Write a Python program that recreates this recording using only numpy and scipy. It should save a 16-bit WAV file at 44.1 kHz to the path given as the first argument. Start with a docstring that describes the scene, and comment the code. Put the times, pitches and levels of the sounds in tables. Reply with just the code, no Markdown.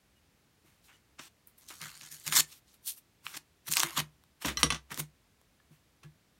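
"""In a small, quiet workshop with a faint rumble, a squeak is heard and fingers rustle twine and paper. Masking
tape is then peeled from a wooden handle, close up, in two runs of short ripping tugs: glue threads snap as a
dense crackle shaped by paper resonances, and each jerk sets off a low thud of the damped modes of bench and
handle. The loose strip is pressed onto the bench, where something hard, probably a tool, rattles: noisy
contacts excite the tool's damped modes. A last rustle, squeaks and a faint knock follow."""
import sys
import numpy as np
from scipy import signal
from scipy.fft import rfft, irfft
from scipy.io import wavfile
from scipy.ndimage import uniform_filter1d

SR = 44100
rng = np.random.default_rng(int(sys.argv[2]) if len(sys.argv) > 2 else 0)


def digitize_waveform(pressure):
    """Quantize a signal to 16-bit integers and store it at the path in sys.argv[1].

    Rows of a 2-D input are taken as channels; values are limited to [-1, 1].
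    """
    field = np.atleast_2d(pressure).T
    bounded = np.clip(field, -1, 1)
    quanta = np.round(bounded * 32767).astype(np.int16)
    wavfile.write(sys.argv[1], SR, quanta)


N = 281799
TIME = np.arange(N) / SR

# All source levels below are relative: the functions apply a further trim.
# Spectra of the room noise, skin, thuds, tape and knocks: freq_hz, density_db (per Hz)
FLOOR_SPECTRUM = [(15, -60.5), (25, -35), (43, -9), (70, -5), (170, -9.5), (293, -13.5), (607, -19.5),
                  (1130, -21.5), (1230, -22), (2110, -22), (2910, -24), (3250, -24.5), (3620, -24.5),
                  (8830, -30), (16000, -33.5)]
SKIN_SPECTRUM = [(180, -32), (300, -4.5), (425, -12.5), (478, -18), (565, -15), (915, -5), (1100, -5),
                 (1410, -4), (2790, -5), (4750, -8.5), (6000, -10), (13100, -17), (16000, -19)]
THUD_SPECTRUM = [(25, -50.5), (45, -26), (65, -8.5), (100, -3), (160, -0.5), (290, -4), (420, -9),
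                 (700, -8), (1500, -41), (4000, -70.5)]
TAPE_SPECTRUM = [(180, -33), (300, -4), (331, -2), (478, -16.5), (574, -9.5), (814, -9.5), (1010, -3),
                 (1970, -3.5), (2100, 0.5), (2280, -4.5), (4020, 0), (6960, -3.5), (10600, -9),
                 (13100, -8.5), (16000, -17)]
KNOCK_SPECTRUM = [(150, -10), (600, 1), (1100, 5), (2200, -2.5), (3300, 2), (4800, -6), (5800, 2),
                  (7400, -10.5), (9500, -6.5), (11000, -18), (16000, -21.5)]
# Decay of the workshop: freq_hz, t60_s
ROOM_DECAY = [(150, 0.18), (1000, 0.16), (4000, 0.12), (9000, 0.13), (16000, 0.091)]
# Colour of the close sounds at the microphone: freq_hz, gain_db
CLOSE_COLOUR = [(800, 1), (1100, 1.5), (1400, 0), (4400, -1.5), (4900, -3.5), (5400, 0), (9500, 1),
                (10400, -4.5), (11300, 1), (13000, -0.5)]
# Faint squeaks of twine and skin on wood: start_s, length_s, pitch_hz, level_db
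SQUEAKS = [(0.152, 0.048, 2900, -74), (0.914, .055, 2920, -67), (5.596, 0.014, 1750, -61.5),
           (6.025, 0.059, 1700, -69.5)]
# Fingers sliding on twine, tape and bench: start_s, rise_s, hold_s, fade_s (per 20 dB),
# level_db (3-9 kHz), body_db and fizz_db (relative to level_db)
RUBS = [(.62, 0.044, 0.057, .15, -75, 4, 1.5), (.815, 0.032, 0.033, .06, -67, -12, -0.5),
        (.865, 0.029, 0.022, 0.071, -72, 13, -5), (.91, .02, 0.038, .04, -70, -3, -7),
        (1.184, .01, 0.0028, 0.03, -47.5, 5, -14), (1.19, 0.022, 0.069, 0.0071, -56.5, -3.5, -4.5),
        (1.46, 0.015, 0.015, 0.042, -76, 1, 14.5), (1.572, .012, .004, .05, -68.5, -5, 12),
        (1.698, 0.0079, 0.0052, 0.055, -53.5, 8, 1), (2.44, 0.046, 0.1, .02, -63, -8.5, 1.5),
        (2.485, .043, 0.0034, 0.032, -52.5, -12, -4), (2.65, 0.033, .04, .06, -67, -20, -7),
        (2.72, 0.024, .005, 0.029, -66, -5, 4), (2.846, .03, 0.023, 0.045, -40, -20.5, 5.5),
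        (2.95, 0.027, 0.0088, 0.021, -60.5, -9, 9), (3.228, 0.027, 0.1, .035, -55.5, -0.5, 1),
        (3.325, 0.021, 0.0092, 0.032, -46, -0.5, -13), (3.355, 0.017, 0.0023, 0.0097, -40, -3.5, -2),
        (4.406, 0.017, .005, 0.049, -46.5, 1, -1), (4.44, 0.019, .006, 0.054, -35.5, -1.5, -4),
        (4.46, .025, 0.011, 0.043, -39, 6, -6), (4.565, 0.035, 0.018, 0.019, -45.5, 2, -1.5),
        (4.9, 0.018, 0.0097, 0.021, -47.5, 8, -1), (4.93, 0.014, 0.084, 0.038, -55, -3, -5),
        (4.975, 0.025, 0.0025, 0.012, -36, -2.5, 4), (5.68, .045, .04, .05, -77, 5.5, 2.5),
        (6.03, .006, 0.0056, 0.036, -65, 8.5, -3)]
# The hand bumps handle or bench: start_s, level_db, length_s, ring_db, centre_hz
JOLTS = [(0.646, -64, 0.018, -7, 302), (1.192, -48.5, 0.0091, -9.5, 637), (1.706, -63, 0.019, -19, 500),
         (3.244, -63.5, 0.029, -5.5, 171), (3.35, -61.5, 0.028, -7.5, 148),
         (3.832, -49.5, 0.026, 11.5, 430), (4.06, -65, 0.017, -2, 150), (4.443, -32.5, 0.039, -7.5, 285),
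         (4.486, -42.5, 0.047, -6.5, 280), (4.556, -47, 0.041, -9, 250), (4.628, -29.5, 0.035, -5, 260),
         (4.704, -40.5, 0.045, -2, 201), (4.91, -47, 0.04, -6, 284), (4.975, -44, 0.038, -34, 290),
         (4.988, -51, 0.026, 9, 144), (5.705, -59, 0.016, -3.5, 150), (6.038, -57, 0.033, 8, 119)]
# Low modes of the bench (65 Hz) and of the held handle (151, 338 Hz): freq_hz, level_db, t60_s
LOW_MODES = [(65.2, -13, 0.51), (151.4, 6.5, 0.2), (338, -0.5, 0.16)]
# Loudest snaps of glue and creased paper: start_s, level_db, centre_hz, sharpness_db
SNAPS = [(1.1942, -43.5, 1990, 5.5), (1.473, -45, 13500, 22), (1.6883, -46, 5700, 6),
         (1.8168, -36, 5200, 7), (1.8302, -40, 1800, 2), (1.8594, -41.5, 2770, 3), (1.8873, -58, 3400, 5),
         (2.0121, -41.5, 3400, 9), (2.1995, -46.5, 7700, 11), (2.2778, -24, 6330, 3.5),
         (2.3245, -26, 2600, 8), (2.3627, -22, 6400, 23), (2.3978, -23, 6040, 7),
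         (3.2664, -28.5, 2300, 9.5), (3.3768, -53, 7600, 5.5), (3.7167, -31, 8100, 5),
         (3.7246, -20.5, 8250, 7.5), (3.737, -21.5, 5510, 6), (3.7565, -27.5, 5930, 11),
         (3.7698, -15.5, 4300, 4), (3.773, -23, 4660, 16), (3.7972, -20, 6700, 3), (3.8022, -18.5, 4700, 9),
         (3.8334, -17, 4120, 2), (3.9802, -35, 3580, 3), (3.9926, -29, 4800, 7), (4.0017, -25, 3790, 2.5),
         (4.2382, -57, 3200, 1.5), (4.611, -37, 4077, 0.5), (4.9062, -44, 2600, 3.5),
         (4.9441, -36, 6000, 6), (4.9758, -32, 3380, 2.5), (5.0025, -35, 7870, 4), (5.4149, -59.5, 3130, 0),
         (5.601, -62, 1800, 10.5), (6.036, -57, 2600, 5)]
# Pulls that lift the tape: start_s, hold_s, fade_s (per 20 dB), level_db (3-9 kHz),
# body_db and fizz_db (relative to level_db), thud_db
TUGS = [(1.593, 0.07, .04, -65, -5, -4, -82), (1.669, 0.011, 0.088, -48, -23, -7, -82),
        (1.719, 0.55, .06, -59, -9, -3.5, -76), (1.795, 0.055, 0.1, -50.5, 5.5, -5, -54.5),
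        (1.925, 0.032, 0.017, -55.5, -4, -22, -69.5), (1.997, 0.057, 0.048, -53, -2.5, -10, -65),
        (2.097, 0.03, 0.056, -49, -5.5, -0.5, -66), (2.221, 0.0032, 0.023, -55, -23.5, 1, -80),
        (2.249, 0.015, 0.043, -38.5, -2.5, -3, -49.5), (2.305, 0.019, .03, -33.5, 0, -2, -53),
        (2.341, 0.045, 0.006, -22, -7, -5, -49), (3.647, .008, .02, -60, -1.5, -2.5, -74),
        (3.663, 0.0046, 0.0097, -38, 0.5, 2, -50), (3.693, 0.032, 0.016, -35, -11.5, -2, -65),
        (3.746, 0.07, 0.015, -33, -2.5, -8, -63), (3.82, 0.014, 0.12, -43.5, 8, 0.5, -54.5),
        (3.917, .03, .03, -52.5, -1, -1, -62), (3.953, 0.026, .02, -33.5, 5.5, -4.5, -42)]
# The free strip of tape: time_s, tautness (0-1), resonance_hz
STRIP = [(1.7, 0, 1400), (1.84, 1, 1610), (1.95, 1, 1510), (2.08, 0.9, 1670), (2.2, 0.9, 1700),
         (2.369, 0.4, 1720), (3.75, 0.1, 1426), (3.9, 0.35, 1160), (3.999, 0.34, 1100)]
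# Steady resonances of the paper at the lifting edge: freq_hz, width_hz, level_db
PAPER_MODES = [(3140, 170, -5), (4500, 260, 1.5), (5500, 400, -6.5), (6800, 380, 6), (9150, 540, -1.5)]
# Knocks on the bench top: start_s, level_db, centre_hz, ring_db, contact_s, boom_db, spot struck
KNOCKS = [(4.448, -36, 1430, -12, 0.0075, -6, "side"), (4.5717, -42.5, 4180, 9.5, 0.0037, -2.5, "tip"),
          (4.6313, -22.5, 7010, -2.5, 0.0019, -18, "middle"),
          (4.7037, -34, 3600, 3.5, 0.0031, -30.5, "side"),
          (4.723, -34.5, 3000, -18.5, 0.0052, -37.5, "side"), (4.745, -40.5, 2800, -16, 0.012, -21, "side"),
          (6.032, -69, 2490, 7, 0.0053, -21.5, "side")]
# Modes of the tool: freq_hz, t60_s, tip_db, middle_db, side_db (level by spot struck)
TOOL_MODES = [(475, 0.12, -22.5, -7, -12.5), (1130, 0.14, -12, -6, -2.5), (1204, 0.068, -5, 0.5, -7.5),
              (1607, 0.13, -15.5, -13.5, -10.5), (1983, .16, -7, -10, -6.5), (2168, 0.11, -22, -20.5, -4.5),
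              (2640, 0.035, -8.5, -5, 6.5), (3050, 0.059, 0, -15, -17), (3130, .09, -17, 0, -1.5),
              (3443, 0.14, -10, -7, -4), (3445, .09, -10.5, -13, -17), (3870, 0.097, -14, -5, -23.5),
              (4140, 0.087, 0, -16.5, -4.5), (4550, 0.16, -23.5, -20.5, -11), (5800, 0.067, 0, -6, -19),
              (5700, 0.1, -9.5, 2.5, -16), (5540, 0.038, 0.5, -5, -13.5), (5895, 0.14, -13, -23.5, -17.5),
              (6223, 0.0903, -9.5, -17, -13.5), (8000, .09, -21.5, -13.5, -21.5), (8850, .07, -25, -7, -12),
              (9300, .06, -26, -5, -1.5), (9715, 0.053, -24.5, 3, -10), (11500, .11, -16.5, -18, -26)]
# Names of the struck spots, in the order of the tool's level columns
SPOTS = ["tip", "middle", "side"]

FLOOR_DB = -69  # rms
EDGE_HZ = 15950  # upper band limit of the recorder
ATTACK_DB = 24  # how far a movement's sound climbs during its rise
RUB_SWELL_DB = -3.5  # a sliding finger eases off during its hold
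TUG_RISE_S, TUG_SWELL_DB = .02, -2.5  # pulls take hold equally fast, then ease slightly during the hold
SLOW_DB, FAST_DB, MERGED_HISS = -49, -22, 1.3  # pull levels between which ruptures merge into hiss
# lesser snaps, with mean level relative to the pull and middle of the pitch range
SMALL_SNAPS_PER_S, SMALL_SNAP_DB, SMALL_SNAP_HZ, SMALL_SNAP_SHARP_DB = 45, 1, 5500, 5.5
THUD_LAG_S, THUD_S, THUD_STRETCH = .014, 0.041, .35  # stretch: seconds of thud per second of hold


def amp(db):
    """Converts decibels to an amplitude ratio."""
    return 10 ** (np.asarray(db) / 20)


def unit(x):
    """Normalizes to an rms amplitude of 1."""
    return x / np.sqrt(np.mean(x ** 2) + 1e-20)


def read(points, hz):
    """Interpolates a table along a logarithmic frequency axis."""
    freq_hz, value = np.transpose(points)
    return np.interp(np.log(hz + 1), np.log(freq_hz + 1), value)


def add(mix, start_s, sound):
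    """Superposes a sound on the mix from its start time, in place."""
    part = mix[round(start_s * SR):][:len(sound)]
    part += sound[:len(part)]


def colour(x, spectrum, size=4096):
    """Minimum-phase filtering: the response is causal, so clicks keep their sharp fronts."""
    hz = abs(np.fft.fftfreq(size, 1 / SR))
    log_gain = np.log(amp(read(spectrum, hz)))
    # the Hilbert transform of the log gain gives the minimum phase
    response = np.exp(np.conj(signal.hilbert(log_gain)))
    taps = np.fft.ifft(response).real
    return signal.fftconvolve(x, taps[:size // 2])[:len(x)]


def hump(centre_hz, slope_db):
    """Broad resonance: a rounded peak whose flanks steepen toward 2 * slope_db per octave."""
    hz = np.geomspace(50, 20000, 40)
    octaves = np.log2(hz / centre_hz)
    return np.column_stack([hz, -slope_db * (np.hypot(1, 2 * octaves) - 1)])


def ring(modes, t):
    """Modal decay: a sum of exponentially damped sines."""
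    return sum(amp(db - 60 * t / t60) * np.sin(2 * np.pi * hz * t) for hz, db, t60 in modes)


def resonate(x, hz, width_hz):
    """Single resonance of unit peak gain whose frequency follows the curve hz."""
    # shift the resonance down to zero frequency, low-pass, and shift back
    turn = np.exp(2j * np.pi * np.cumsum(hz) / SR)
    r = np.exp(-np.pi * width_hz / SR)
    return 2 * (turn * signal.lfilter([1 - r], [1, -r], x / turn)).real


def crackle(per_s, spread_db, hiss):
    """Impulsive noise: tiny ruptures of very uneven size in twelve pitch ranges, over a fine hiss."""
    grains = np.zeros(N)
    for hz in np.geomspace(1000, 15000, num=12):
        sizes = amp(spread_db * np.minimum(rng.exponential(1, N), 4)) * rng.choice([-1, 1], N)
        clicks = sizes * (rng.random(N) < per_s / 12 / SR)
        grains += unit(colour(clicks, hump(hz, 3.2), size=512)) * np.sqrt(hz)
    return unit(grains) + hiss * rng.standard_normal(N)


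def crumple(x, patchy_db):
    """Changing geometry: as paper deforms, narrow resonances come and go within hundredths of a second."""
    z = signal.stft(x, nperseg=256)[2]
    patches = uniform_filter1d(rng.standard_normal(z.shape), size=3, axis=0)  # across frequency
    patches = uniform_filter1d(patches, size=12, axis=1)  # across time
    return signal.istft(z * amp(patchy_db * unit(patches)))[1][:N]


def gestures(rows, swell_db):
    """Power addition: body, middle and fizz levels rise, hold and fade; overlapping movements sum in power."""
    clock, power = TIME[::16], 0
    for start, rise_s, hold_s, fade_s, db, body_db, fizz_db in rows:
        held = clock - start - rise_s
        attack = amp(ATTACK_DB * np.minimum(held / rise_s, 0))
        drift_db = swell_db * (np.clip(held / hold_s, 0, 1) - .5)
        fade_db = 20 * np.maximum(held - hold_s, 0) / fade_s
        levels = amp([db + body_db, db, db + fizz_db])
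        power = power + np.outer(levels, attack * amp(drift_db - fade_db)) ** 2
    return [np.interp(TIME, clock, np.sqrt(band)) for band in power]


def stroke(levels, grains, body_db, mid_db, fizz_db, judder_db):
    """Stick-slip friction: grains judder under a gesture; slack paper adds body, a taut edge adds fizz."""
    hz = np.fft.rfftfreq(N, 1 / SR)
    low = 1 / (1 + (hz / 3000) ** 6)
    high = 1 - 1 / (1 + (hz / 9000) ** 16)
    spectrum, out = rfft(grains), np.zeros(N)
    for share, level, db in zip([low, 1 - low - high, high], levels, [body_db, mid_db, fizz_db]):
        band = irfft(spectrum * share, N)
        # even out the slow level changes, so that the gesture sets the level
        local_rms = np.sqrt(uniform_filter1d(band ** 2, size=700) + 1e-12)
        out += amp(db) * level * band / local_rms
    judder = unit(uniform_filter1d(rng.standard_normal(N), size=200))
    return out * amp(judder_db * judder)


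def floor():
    """Stationary noise: faint room rumble and microphone hiss."""
    return amp(FLOOR_DB) * unit(colour(rng.standard_normal(N), FLOOR_SPECTRUM))


def room(x, wet_db, first_s=0.0045):
    """Reverberation: dense early echoes from bench and walls, each band dying at its own speed."""
    t = np.arange(SR // 2) / SR
    taps = rng.standard_normal(len(t)) * (rng.random(len(t)) < 4000 / SR) * (t > first_s)
    hz, when, z = signal.stft(taps, SR, nperseg=256)
    decay = amp(-60 * when / read(ROOM_DECAY, hz)[:, None])
    tail = signal.istft(z * decay, SR)[1]
    return x + amp(wet_db) * signal.fftconvolve(x, tail / np.linalg.norm(tail))[:N]


def squeaks(width_hz=40):
    """Frictional locking: noise through two narrow resonances briefly holds one wavering pitch."""
    out, t = np.zeros(N), np.arange(SR // 8) / SR
    for start, length_s, hz, db in SQUEAKS:
        pitch = np.full(len(t), hz)
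        tone = resonate(rng.standard_normal(len(t)), pitch, width_hz)
        tone = resonate(tone, pitch, width_hz)[::-1]  # reversed, so the filter's build-up comes last
        envelope = np.sin(np.pi * np.minimum(t / length_s, 1))
        add(out, start, amp(db) * unit(tone) * envelope)
    return out


def rub():
    """Sliding friction: skin on crepe paper, fibres and wood gives a denser, softer grain than peeling."""
    grains = crackle(per_s=6000, spread_db=3.5, hiss=0.94)
    grains = colour(crumple(grains, patchy_db=1.6), SKIN_SPECTRUM)
    levels = gestures(RUBS, RUB_SWELL_DB)
    return stroke(levels, grains, body_db=-2.64, mid_db=-0.9, fizz_db=-0.6, judder_db=0.5)


def jolts(rows):
    """Forced and free vibration: a dull push, under which the low modes of bench and handle swell and ring out."""
    out, t = np.zeros(N), np.arange(SR // 2) / SR
    for start, db, length_s, ring_db, centre_hz in rows:
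        rise = 3 * t / length_s
        shape, tint = rise * np.exp(1 - rise), hump(centre_hz, 4.3)
        push = shape * colour(colour(rng.standard_normal(len(t)), THUD_SPECTRUM), tint)
        push *= np.sqrt(np.sum(shape ** 2) / np.sum(push ** 2))
        swell = 1 - np.exp(-(1.6 * t / length_s) ** 2)
        modes = swell * colour(ring(LOW_MODES, t), tint)
        add(out, start, amp(db - 2.5) * push + amp(db + ring_db + 6.5) * modes)
    return out


def snaps(rows, decay_s=0.00081):
    """Sudden release: a patch of glue or a crease gives way in a spike and a brief flutter of paper."""
    out, t = np.zeros(N), np.arange(1024) / SR
    paper = [(200, -17), (1000, 4), (6000, -9), (16000, -4.5)]  # freq_hz, gain_db
    for start, db, hz, sharp_db in rows:
        push = .25 * rng.standard_normal(len(t)) * np.exp(-t / decay_s)
        push[0] += 1
        snap = colour(colour(push, hump(hz, abs(sharp_db)), size=1024), paper)
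        add(out, start, amp(db) * snap / np.sqrt(np.mean(snap[:130] ** 2)))  # rms of the first 3 ms
    return amp(-2.53) * out


def peel(strip_width_hz=300, strip_db=6):
    """Adhesive fracture: glue threads break singly when slow, merge when fast; a tauter strip rings more."""
    pulls = gestures([(start, TUG_RISE_S, *rest) for start, *rest, _ in TUGS], TUG_SWELL_DB)
    middle_db = 20 * np.log10(pulls[1] + 1e-9)
    speed = np.clip((middle_db - SLOW_DB) / (FAST_DB - SLOW_DB), 0, 1)
    ruptures = crackle(per_s=4500, spread_db=5.2, hiss=.4)
    ruptures += MERGED_HISS * speed * rng.standard_normal(N)
    grains = colour(crumple(ruptures, patchy_db=2.6), TAPE_SPECTRUM)
    time_s, *columns = np.transpose(STRIP)
    taut, strip_hz = (np.interp(TIME, time_s, column) for column in columns)
    ringing = amp(strip_db) * resonate(grains, strip_hz, strip_width_hz)
    ringing += sum(amp(db) * resonate(grains, np.full(N, hz), width) for hz, width, db in PAPER_MODES)
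    grains = grains + np.clip(taut, 0, 1) * ringing
    return stroke(pulls, grains, body_db=-4.5, mid_db=-2.0, fizz_db=-1.0, judder_db=1.37)


def tug_thuds(ring_db=5, centre_hz=175):
    """Impulsive reaction: every pull jerks the handle against the bench, longer under a long pull."""
    return [(start + THUD_LAG_S, thud_db, THUD_S + THUD_STRETCH * hold_s, ring_db, centre_hz)
            for start, hold_s, *_, thud_db in TUGS]


def small_snaps():
    """Poisson process: lesser snaps fall at random while a pull holds, in proportion to its strength."""
    rows = []
    for start, hold_s, _, db, *_ in TUGS:
        wait, size, pitch = rng.random((40, 3)).T
        after = np.cumsum(-np.log(1 - wait)) / SMALL_SNAPS_PER_S
        level_db = db + SMALL_SNAP_DB + 6 * (size - .5)
        centre_hz = SMALL_SNAP_HZ * 2 ** (pitch - .5)
        drawn = np.column_stack([start + TUG_RISE_S + after, level_db, centre_hz])
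        rows += [(*row, SMALL_SNAP_SHARP_DB) for row in drawn[after < hold_s]]
    return rows


def knocks(clatter_db=-19, clatter_t60=.13, boom_rise_s=.025):
    """Impact excitation: a hard contact and dying clatter, the tool's modes and the boom of the bench top."""
    out, t = np.zeros(N), np.arange(SR // 3) / SR
    early = slice(0, SR // 100)  # the first 10 ms set the level
    boom = ring(LOW_MODES[:1], t) * (1 - np.exp(-(t / boom_rise_s) ** 2))
    for start, db, hz, ring_db, contact_s, boom_db, spot in KNOCKS:
        shape = np.exp(-t / contact_s) + amp(clatter_db - 60 * t / clatter_t60)
        crack = colour(colour(shape * rng.standard_normal(len(t)), KNOCK_SPECTRUM), hump(hz, 2.0))
        # each spot stirs the modes in its own proportions, with random polarity
        column = SPOTS.index(spot)
        tone = sum(rng.choice([-1, 1]) * ring([(mode_hz, levels[column], t60)], t)
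                   for mode_hz, t60, *levels in TOOL_MODES)
        add(out, start, amp(db + 2.5) * crack / crack[early].std())
        add(out, start, amp(db + ring_db + 3) * tone / tone[early].std())
        add(out, start, amp(db + boom_db - 0.5) * boom / boom.max())
    return out


def scene():
    """Direct-to-reverberant ratio: the tape is close by, the knocks on the bench a little farther off."""
    bench = room(knocks(), wet_db=-11.5) + jolts(JOLTS + tug_thuds()) + floor()
    close = peel() + rub() + squeaks() + snaps(SNAPS) + snaps(small_snaps())
    return (room(colour(close, CLOSE_COLOUR), wet_db=-15) + bench)[None]


def record(dry):
    """Band limitation: a linear-phase low-pass filter sets the recorder's upper edge."""
    taps = signal.firwin(511, EDGE_HZ, window=("kaiser", 9), fs=SR)
    return signal.oaconvolve(dry, taps[None], "same")


dry = scene()
out = record(dry)
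digitize_waveform(out)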